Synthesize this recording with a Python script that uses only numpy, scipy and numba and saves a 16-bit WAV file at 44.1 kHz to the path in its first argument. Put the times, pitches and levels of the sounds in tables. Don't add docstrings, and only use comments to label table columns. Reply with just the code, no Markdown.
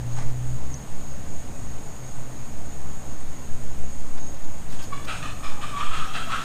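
import sys
import numpy as np
from scipy import signal
from scipy.fft import rfft, irfft, next_fast_len
from scipy.io import wavfile
from scipy.ndimage import uniform_filter1d, map_coordinates
from numba import njit

SR = 44100
rng = np.random.default_rng(int(sys.argv[2]) if len(sys.argv) > 2 else 0)


def pcm_store(signal):
    levels = np.round(np.clip(np.atleast_2d(signal), -1, 1) * 32767)
    wavfile.write(sys.argv[1], SR, levels.astype(np.int16).T)


def elevation(decibels):
    levels = np.asarray(decibels, float)
    return 10 ** (levels / 20)


N = 284004

# (time [s], rumble level [dB])
TRAFFIC_LEVEL = [(0, -46), (.14, -45), (.45, -52), (.9, -47.5), (1.1, -48.5), (1.4, -47.5), (1.68, -46.5),
                 (2.1, -50), (2.5, -53), (3.5, -49), (4.09, -55), (4.6, -49.5), (5.26, -46), (5.55, -52),
                 (5.88, -45.5), (6.1, -51.5), (6.44, -48)]
# (frequency [Hz], density [dB per Hz])
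TYRE_SPECTRUM = [(90, -15.5), (150, -8), (290, -12), (345, -18.5), (700, -17.5), (1100, -24), (2000, -33),
                 (3200, -41), (6000, -42)]
RUMBLE_SPECTRUM = [(18, -26), (28, -6), (45, 0), (70, -3.5), (95, -4.5), (140, -6.5), (220, -20.5)]
LEAF_SPECTRUM = [(800, -1), (2000, 0), (4000, -5.5), (6000, -7.5), (9500, -13), (11000, -11),
                 (15500, -12.5)]
TYRES_DB, TYRES_FOLLOW = -43.5, 0.14
# (time [s], level [dB])
HEAVE_LEVEL = [(0, -40), (.08, -17), (1, -19), (2, -24), (2.8, -18), (3.3, -18), (3.9, -13), (4.6, -16),
               (5.2, -21), (5.9, -14), (6.44, -24)]
# (frequency [Hz], density [dB per Hz])
HEAVE_SPECTRUM = [(.5, -12), (2.3, 0), (4.5, -13), (8, -17), (12, -27), (20, -38), (32, -52)]

# (frequency [Hz], level [dB])
FAN_LINES = [(147, -66.5), (294, -60), (441, -64)]
# (time [s], firing rate [Hz], firing level [dB], octave level [dB])
PULLING_ENGINE = [(0, 59.4, -32.5, -33.5), (.17, 60.4, -56, -28.5), (.42, 61.54, -34.5, -32.5),
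                  (.56, 62.9, -35.5, -29), (.61, 64.8, -41, -51), (.68, 65.73, -37, -35.5),
                  (.95, 66.64, -54, -47.5), (1.12, 67.5, -40.5, -36.5), (1.42, 74.5, -45, -70)]
IDLING_ENGINE = [(1.9, 63.5, -52, -47.5), (2.05, 64.53, -55, -38.5), (2.62, 65.55, -42.5, -46.5),
                 (2.95, 66.5, -45, -48.5), (3.42, 67.1, -45, -47), (3.66, 65.4, -44, -44.5),
                 (3.85, 63, -42, -53), (4.05, 65, -45, -61), (4.38, 67.5, -49, -63)]
# (start [s], end [s], frequency [Hz], level [dB])
PASSING_MOTORS = [
    (1.606, 2.6, 122.4, -44.5),
    (4.95, 5.338, 120, -45),
    (5.703, 6.442, 120.6, -45.5),
]

# (start [s], level [dB])
SOLO_PULSES = [(.1, -50), (.4, -57), (.68, -47.5), (1.02, -50), (1.29, -50), (1.66, -50), (1.99, -47),
               (2.3, -50.5), (2.64, -52), (3.05, -49), (3.4, -52), (3.82, -50), (4.19, -45.5), (4.5, -56),
               (4.76, -50.5), (5.1, -52), (5.42, -52.5), (5.62, -61), (5.93, -56)]
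GROUP_PULSES = [(.12, -52), (.45, -52), (.95, -51), (1.27, -51), (1.53, -50), (1.82, -48), (2.12, -52),
                (2.38, -53.5), (2.63, -50), (2.85, -49.5), (3.0, -52), (3.28, -50.5), (3.6, -54),
                (3.83, -51), (4.14, -53), (4.47, -54), (4.75, -52), (5.35, -54), (5.7, -63), (6.15, -57)]
# (frequency [Hz], density [dB per Hz])
CHOIR_SPECTRUM = [(4240, -51), (7200, 0.5), (7400, -0.5), (8670, 1.5), (9720, -8.5), (10500, -17),
                  (13600, -54), (22000, -120)]

# (time [s], level [dB])
RUSTLE_LEVEL = [(.12, -52.5), (.155, -54), (.18, -42.5), (.225, -48.5), (.256, -56), (.3, -54)]
# (frequency [Hz], density [dB per Hz])
CLOTH_SPECTRUM = [(400, -2.5), (800, -2.5), (1400, -8), (2000, -6.5), (3000, -16), (4600, -14.5),
                  (6000, -15), (8500, -16), (10500, -31)]
# (time [s], peak level [dB], frequency [Hz], t60 [s])
KNUCKLE = [
    (.183, -21, 797, 0.021),
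    (0.196, -40, 940, 0.041),
]
# (time [s], peak level [dB])
NAIL_TICK = [
    (0.741, -27),
]
# (frequency [Hz], level [dB], t60 [s])
GLASS_MODES = [(6210, 8, 0.018), (5640, -2, 0.022), (5530, -12, 0.022)]

# (time [s], peak level [dB], length [s], dull part [dB])
PUFFS = [
    (4.178, -53, 0.0096, 13.5),
    (4.708, -45, 0.025, -4),
    (4.827, -42, 0.017, -2),
    (5.048, -39, .006, -3),
    (5.127, -49, 0.016, -7),
]
# (frequency [Hz], density [dB per Hz])
BRIGHT_SPECTRUM = [(3500, -1), (5000, 0), (9000, -11), (15500, -8)]
DULL_SPECTRUM = [(500, -13), (1200, 1), (3000, -11), (5000, -14), (7000, -25)]
# (delay [s], level [dB])
REFLECTIONS = [(.021, -13.5), (.047, -13.5), (.083, -21), (.12, -18)]

# (start [s], attack [s], hold [s], riser rush level [dB], fizz level [dB])
SPURTS = [(4.708, 0.022, 0.04, -49.5, -56), (4.785, 0.011, 0.033, -47.5, -60),
          (4.917, 0.013, 0.19, -44.5, -59), (5.069, 0.017, 0.12, -35.5, -49.5),
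          (5.222, 0.0071, 0.089, -38.5, -54), (5.422, 0.023, .11, -41.5, -53.5),
          (5.605, 0.019, 0.12, -39.5, -53), (5.73, 0.076, 0.19, -39, -52.5),
          (5.895, 0.051, 0.16, -35.5, -51), (6.125, 0.028, 0.087, -35, -49.5),
          (6.29, 0.031, 0.12, -34.5, -50)]
# (near riser first mode [Hz], echo share [0-1],
# far riser first mode [Hz], far riser level [dB], whistle width [Hz])
RISER_COLUMNS = [(527, 0, 800, -20, 110), (541, 0.4, 790, -11, 60), (572, 0.76, 700, -20, 24),
                 (660, 0.5, 740, -0.5, 170), (595, 0.44, 550, -12, 110), (600, 0.4, 810, -6, 120),
                 (610, 0.35, 830, -9, 86), (614, 0.35, 884, 1, 84), (645, 0.1, 560, -5, 143),
                 (656, 0.3, 794, -4, 100), (647, 0.17, 540, -3, 94)]
# (low [Hz], low over the rush [dB], high [Hz], high over the rush [dB])
HEAD_CAVITIES = [(2616, -15, 3500, -8), (2644, -2, 3150, -1), (2306, -8, 2820, -11), (2583, -5.5, 2500, -4),
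                 (2530, -3, 2700, -13), (2406, -4, 3460, -11), (2480, -3.5, 3080, -10),
                 (2435, -4, 3270, -2.5), (2630, -9, 3200, -6.5), (2605, -2.5, 3250, -4),
                 (2690, -9.5, 3330, -7)]
# (start [s], hold [s], level [dB], frequency [Hz])
WHISTLES = [(4.79, .02, -49, 1096), (4.915, 0.02, -34.5, 1163), (4.978, .05, -47, 1146),
            (5.072, 0.094, -37, 1309), (5.217, 0.099, -40.5, 1209), (5.341, 0.02, -63, 1196),
            (5.418, .05, -40, 1189), (5.494, 0.028, -46, 1196), (5.624, 0.021, -34.5, 1207),
            (5.669, 0.045, -41.5, 1250), (5.728, 0.079, -33.5, 1140), (5.793, 0.035, -28, 1213),
            (5.85, 0.033, -40, 1176), (5.894, 0.11, -32, 1263), (6.004, .05, -35.5, 1268),
            (6.144, .05, -34.5, 1290), (6.193, 0.029, -35, 1310), (6.246, .04, -41, 1295),
            (6.305, 0.034, -36, 1270), (6.323, 0.042, -26, 1300), (6.391, .05, -42, 1312)]
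# (time [s], level [dB])
MIST_LEVEL = [(4.6, -78.5), (5, -64), (5.5, -61.5), (6.44, -57)]
# (frequency [Hz], density [dB per Hz])
NOZZLE_SPECTRUM = [(450, -14), (750, -7.5), (1200, -2.5), (1700, -2.5), (2100, -9), (2550, -5.5),
                   (3300, -6), (4200, -11), (5000, -23), (7000, -23)]
FIZZ_SPECTRUM = [(3500, -37), (5000, 4.5), (7000, -3), (9000, -10), (10500, -12), (15500, -23)]
DROPLET_SPECTRUM = [(5000, -25), (8000, 4), (11000, -3), (15500, -4)]
LEAK_DB, LEAK_WHISTLE_DB, LEAK_FIZZ_DB, LEAK_GROWS = -42, -38.5, -54, 2.9
# (time [s], peak level [dB], frequency [Hz], t60 [s])
BUBBLES = [
    (5.095, -47, 670, .1),
    (5.51, -40, 823, .2),
    (5.585, -31.5, 816, 0.12),
    (5.79, -33, 942, 0.11),
    (6.07, -36, 755, 0.11),
    (6.268, -35, 660, 0.13),
    (6.29, -29.5, 1108, 0.21),
    (6.36, -47, 1116, .2),
]


def unit(x):
    return x / np.sqrt(np.mean(np.abs(x) ** 2) + 1e-20)


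def curves(rows):
    s, *cols = np.transpose(rows)
    return [np.interp(np.arange(N) / SR, s, c) for c in cols]


def span(rows, fade=.03):
    t = np.arange(N) / SR
    inside = np.minimum(t - rows[0][0], rows[-1][0] - t)
    return np.clip(inside / fade + 1, 0, 1)


def wobble(rate):
    knots = rng.standard_normal(int(N * rate / SR) + 4)
    return map_coordinates(knots, [np.arange(N) * rate / SR])


def coloured(x, spectrum):
    m = next_fast_len(N + 8192)
    f, v = np.transpose(spectrum)
    log_hz = np.log(np.fft.rfftfreq(m, 1 / SR) + 0.0042)
    db = np.interp(log_hz, np.log(f), v, -120, -120)
    return unit(irfft(rfft(x, m) * elevation(db), m)[:N])


def rush(spectrum, patchy_db):
    z = signal.stft(rng.standard_normal(N), nperseg=512)[2]
    field = uniform_filter1d(rng.standard_normal(z.shape), 6, 0)
    field = uniform_filter1d(field, 12, 1)
    patchy = signal.istft(z * elevation(patchy_db * unit(field)), nperseg=512)[1][:N]
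    return coloured(patchy, spectrum)


def narrow(hz, width_hz, drive=1, steady=0, order=1):
    edge = signal.butter(order, np.clip(width_hz / SR, 1e-5, .5), output="sos")
    slow = signal.sosfilt(edge, drive * ([1, 1j] @ rng.standard_normal((2, N))))
    return unit(unit(slow) + steady) * np.exp(2j * np.pi * np.cumsum(hz) / SR)


def rings(events, rise, glide):
    out, t = np.zeros(N + SR), np.arange(SR // 5) / SR
    for s, db, hz, t60 in events:
        tone = np.sin(2 * np.pi * hz * t * (1 + 5 * glide * t))
        out[round(s * SR):][:len(t)] += elevation(db - 60 * t / t60) * tone * (1 - np.exp(-t / rise))
    return out[:N]


def bursts(start, hold, db, attack, sag, release):
    attack = np.c_[attack]
    age = np.arange(N) / SR - np.c_[start]
    fall_db = sag * np.clip(age - attack, 0, None) + release * np.clip(age - np.c_[hold], 0, None)
    gain = np.clip(age / attack, 0, 1) * elevation(np.c_[db] - fall_db)
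    return np.sqrt(np.sum(gain ** 2, axis=0))


def yard():
    rumble_db, = curves(TRAFFIC_LEVEL)
    tyres_db = TYRES_DB + TYRES_FOLLOW * (rumble_db - rumble_db.mean())
    tyres = elevation(tyres_db + 1.0) * rush(TYRE_SPECTRUM, patchy_db=0.92)
    rumble = elevation(rumble_db + 6.5) * rush(RUMBLE_SPECTRUM, patchy_db=1.45)
    leaves = elevation(-52.5 + 0.094 * wobble(2.6)) * rush(LEAF_SPECTRUM, patchy_db=0.73)
    air = coloured(rng.standard_normal(N), HEAVE_SPECTRUM)
    power = np.abs(uniform_filter1d(air ** 2, size=SR // 2))
    air = air / np.sqrt(power + .1)
    return tyres + rumble + leaves + elevation(curves(HEAVE_LEVEL)[0]) * unit(air)


def engines():
    lines = [(1, np.full(N, hz), db) for hz, db in FAN_LINES]
    for rows in (PULLING_ENGINE, IDLING_ENGINE):
        hz, firing_db, octave_db = curves(rows)
        lines += [(span(rows, 0.073), hz, firing_db), (span(rows, 0.085), 2 * hz, octave_db)]
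    for start, end, hz, db in PASSING_MOTORS:
        present = span([[start], [end]], 0.17)
        lines.append((present, hz * (1 + 0.01263 * wobble(4)), db + 0.89 * wobble(5.1)))
    return sum(on * elevation(db + 2.5) * narrow(hz, width_hz=2.2, steady=3.3).real for on, hz, db in lines)


def cicadas():
    click_hz = 115 * (1 + 0.088 * wobble(11))
    buzz = elevation(0.6 * np.sin(2 * np.pi * np.cumsum(click_hz) / SR) + 0.32 * wobble(35))
    near = elevation(-50) * narrow(np.full(N, 6656), width_hz=650, drive=buzz, order=4)
    for rows, hold_s, hz, width_hz in [(SOLO_PULSES, 0.1, 6526, 90), (GROUP_PULSES, 0.12, 6800, 320)]:
        start, db = np.transpose(rows)
        pulses = bursts(start, hold_s, db, attack=0.019, sag=0, release=150)
        near = near + pulses * narrow(np.full(N, hz), width_hz, drive=buzz, order=2)
    choir_db = -56 + 0.92 * wobble(28.07) + 0.64 * wobble(8)
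    return near.real + elevation(choir_db) * rush(CHOIR_SPECTRUM, patchy_db=0)


def hand():
    rustle_db = curves(RUSTLE_LEVEL)[0] + 2.5 + 2.6 * wobble(250)
    rustle = elevation(rustle_db) * span(RUSTLE_LEVEL) * rush(CLOTH_SPECTRUM, patchy_db=2.0)
    modes = [(s, db + level - 5.0, hz, t60) for s, db in NAIL_TICK for hz, level, t60 in GLASS_MODES]
    tick = rings(modes, rise=0.00056, glide=0)
    return rustle + tick + rings(KNUCKLE, rise=0.0025, glide=0)


def pops():
    t = np.arange(N) / SR
    bright, dull = rush(BRIGHT_SPECTRUM, patchy_db=-3), rush(DULL_SPECTRUM, patchy_db=2.5)
    out = np.zeros(N)
    for s, db, life, dull_db in PUFFS:
        puff = np.exp(-((t - s - life / 2) / life) ** 2)
        out += elevation(db - 5.5) * puff * (bright + elevation(dull_db) * dull)
    return out


def yard_echo(x):
    return x + sum(elevation(db) * np.pad(x, (round(s * SR), 0))[:N] for s, db in REFLECTIONS)


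@njit
def pipe(x, delay, echo):
    y = np.zeros(len(x))
    for n in range(len(x)):
        back = n - delay[n]
        k = int(back)
        y[n] = x[n]
        if k > 0:
            y[n] += echo[n] * (y[k] + (y[k + 1] - y[k]) * (back - k))
    return y


def riser(mode_hz, echo):
    sputter = elevation(0.91 * wobble(45))
    column = pipe(sputter * rng.standard_normal(N), SR / mode_hz, echo) * np.sqrt(1 - echo ** 2)
    return coloured(column, NOZZLE_SPECTRUM)


def head_cavities(now):
    low_hz, low_db, high_hz, high_db = np.array(HEAD_CAVITIES)[now].T
    low = narrow(low_hz * (1 + .01 * wobble(25)), width_hz=210, order=2)
    high = narrow(high_hz * (1 + .012 * wobble(20)), width_hz=280, order=2)
    return elevation(2.8 * wobble(70)) * (elevation(low_db) * low + elevation(high_db) * high).real


def nozzle_whistle(width_hz, leak):
    start, hold, db, tone_hz = np.transpose(WHISTLES)
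    tone = bursts(start, hold, db, attack=0.02, sag=50, release=500)
    tone = np.hypot(tone, elevation(LEAK_WHISTLE_DB) * leak)
    hz = tone_hz[np.searchsorted(start[1:] * SR, np.arange(N))]
    hz = uniform_filter1d(hz, size=SR // 30)
    pure = narrow(hz * (1 + .01 * wobble(30)), width_hz=45, steady=.4, order=2)
    breathy = 0
    for ratio, level in [(.87, -10.5), (.96, -5.5), (1.03, -6), (1.1, -9), (1.22, -15)]:
        breathy = breathy + elevation(level + 3 * wobble(22)) * narrow(hz * ratio, width_hz=70, order=2)
    loose = np.clip(width_hz / 200, 0, 1)
    jet = np.sqrt(1 - loose) * pure + np.sqrt(loose) * breathy
    return elevation(4.0 + 1.5 * wobble(90)) * tone * (jet + elevation(-20) * jet ** 2).real


def sprinklers():
    start, attack, hold, rush_db, fizz_db = np.transpose(SPURTS)
    mist_db, = curves(MIST_LEVEL)
    leak = elevation(LEAK_GROWS * (mist_db - mist_db[-1]))
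    flow = bursts(start, hold, rush_db, attack, sag=72, release=220)
    flow = np.hypot(flow, elevation(LEAK_DB) * leak)
    spray = bursts(start, hold, fizz_db, attack, sag=30, release=122)

    now = np.searchsorted(start[1:] * SR, np.arange(N))
    near_hz, share, far_hz, far_db, width_hz = np.array(RISER_COLUMNS)[now].T
    echo, far = np.clip(share, 0, .9), elevation(far_db)
    columns = (riser(near_hz, echo) + far * riser(far_hz, echo)) / np.sqrt(1 + far ** 2)
    air = flow * (elevation(1.0) * columns + head_cavities(now))
    whistle = nozzle_whistle(width_hz, leak)

    fizz = np.hypot(spray, elevation(LEAK_FIZZ_DB) * leak) * elevation(0.92 * wobble(53))
    fizz = fizz * rush(FIZZ_SPECTRUM, patchy_db=3.5)
    fizz += spray * rush(CHOIR_SPECTRUM, patchy_db=1)
    mist = span(MIST_LEVEL) * elevation(mist_db) * rush(DROPLET_SPECTRUM, patchy_db=2.0)
    return air + whistle + fizz + mist


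def gulps():
    return rings(BUBBLES, rise=0.005, glide=0.074)


def scene():
    line = elevation(0.3) * yard_echo(pops() + sprinklers() + gulps())
    return (yard() + engines() + cicadas() + hand() + line)[None]


def top_cut(x):
    return signal.sosfilt(signal.butter(12, 15610, fs=SR, output="sos"), x)


def record(dry):
    return top_cut(dry)


dry = scene()
out = record(dry)
pcm_store(out)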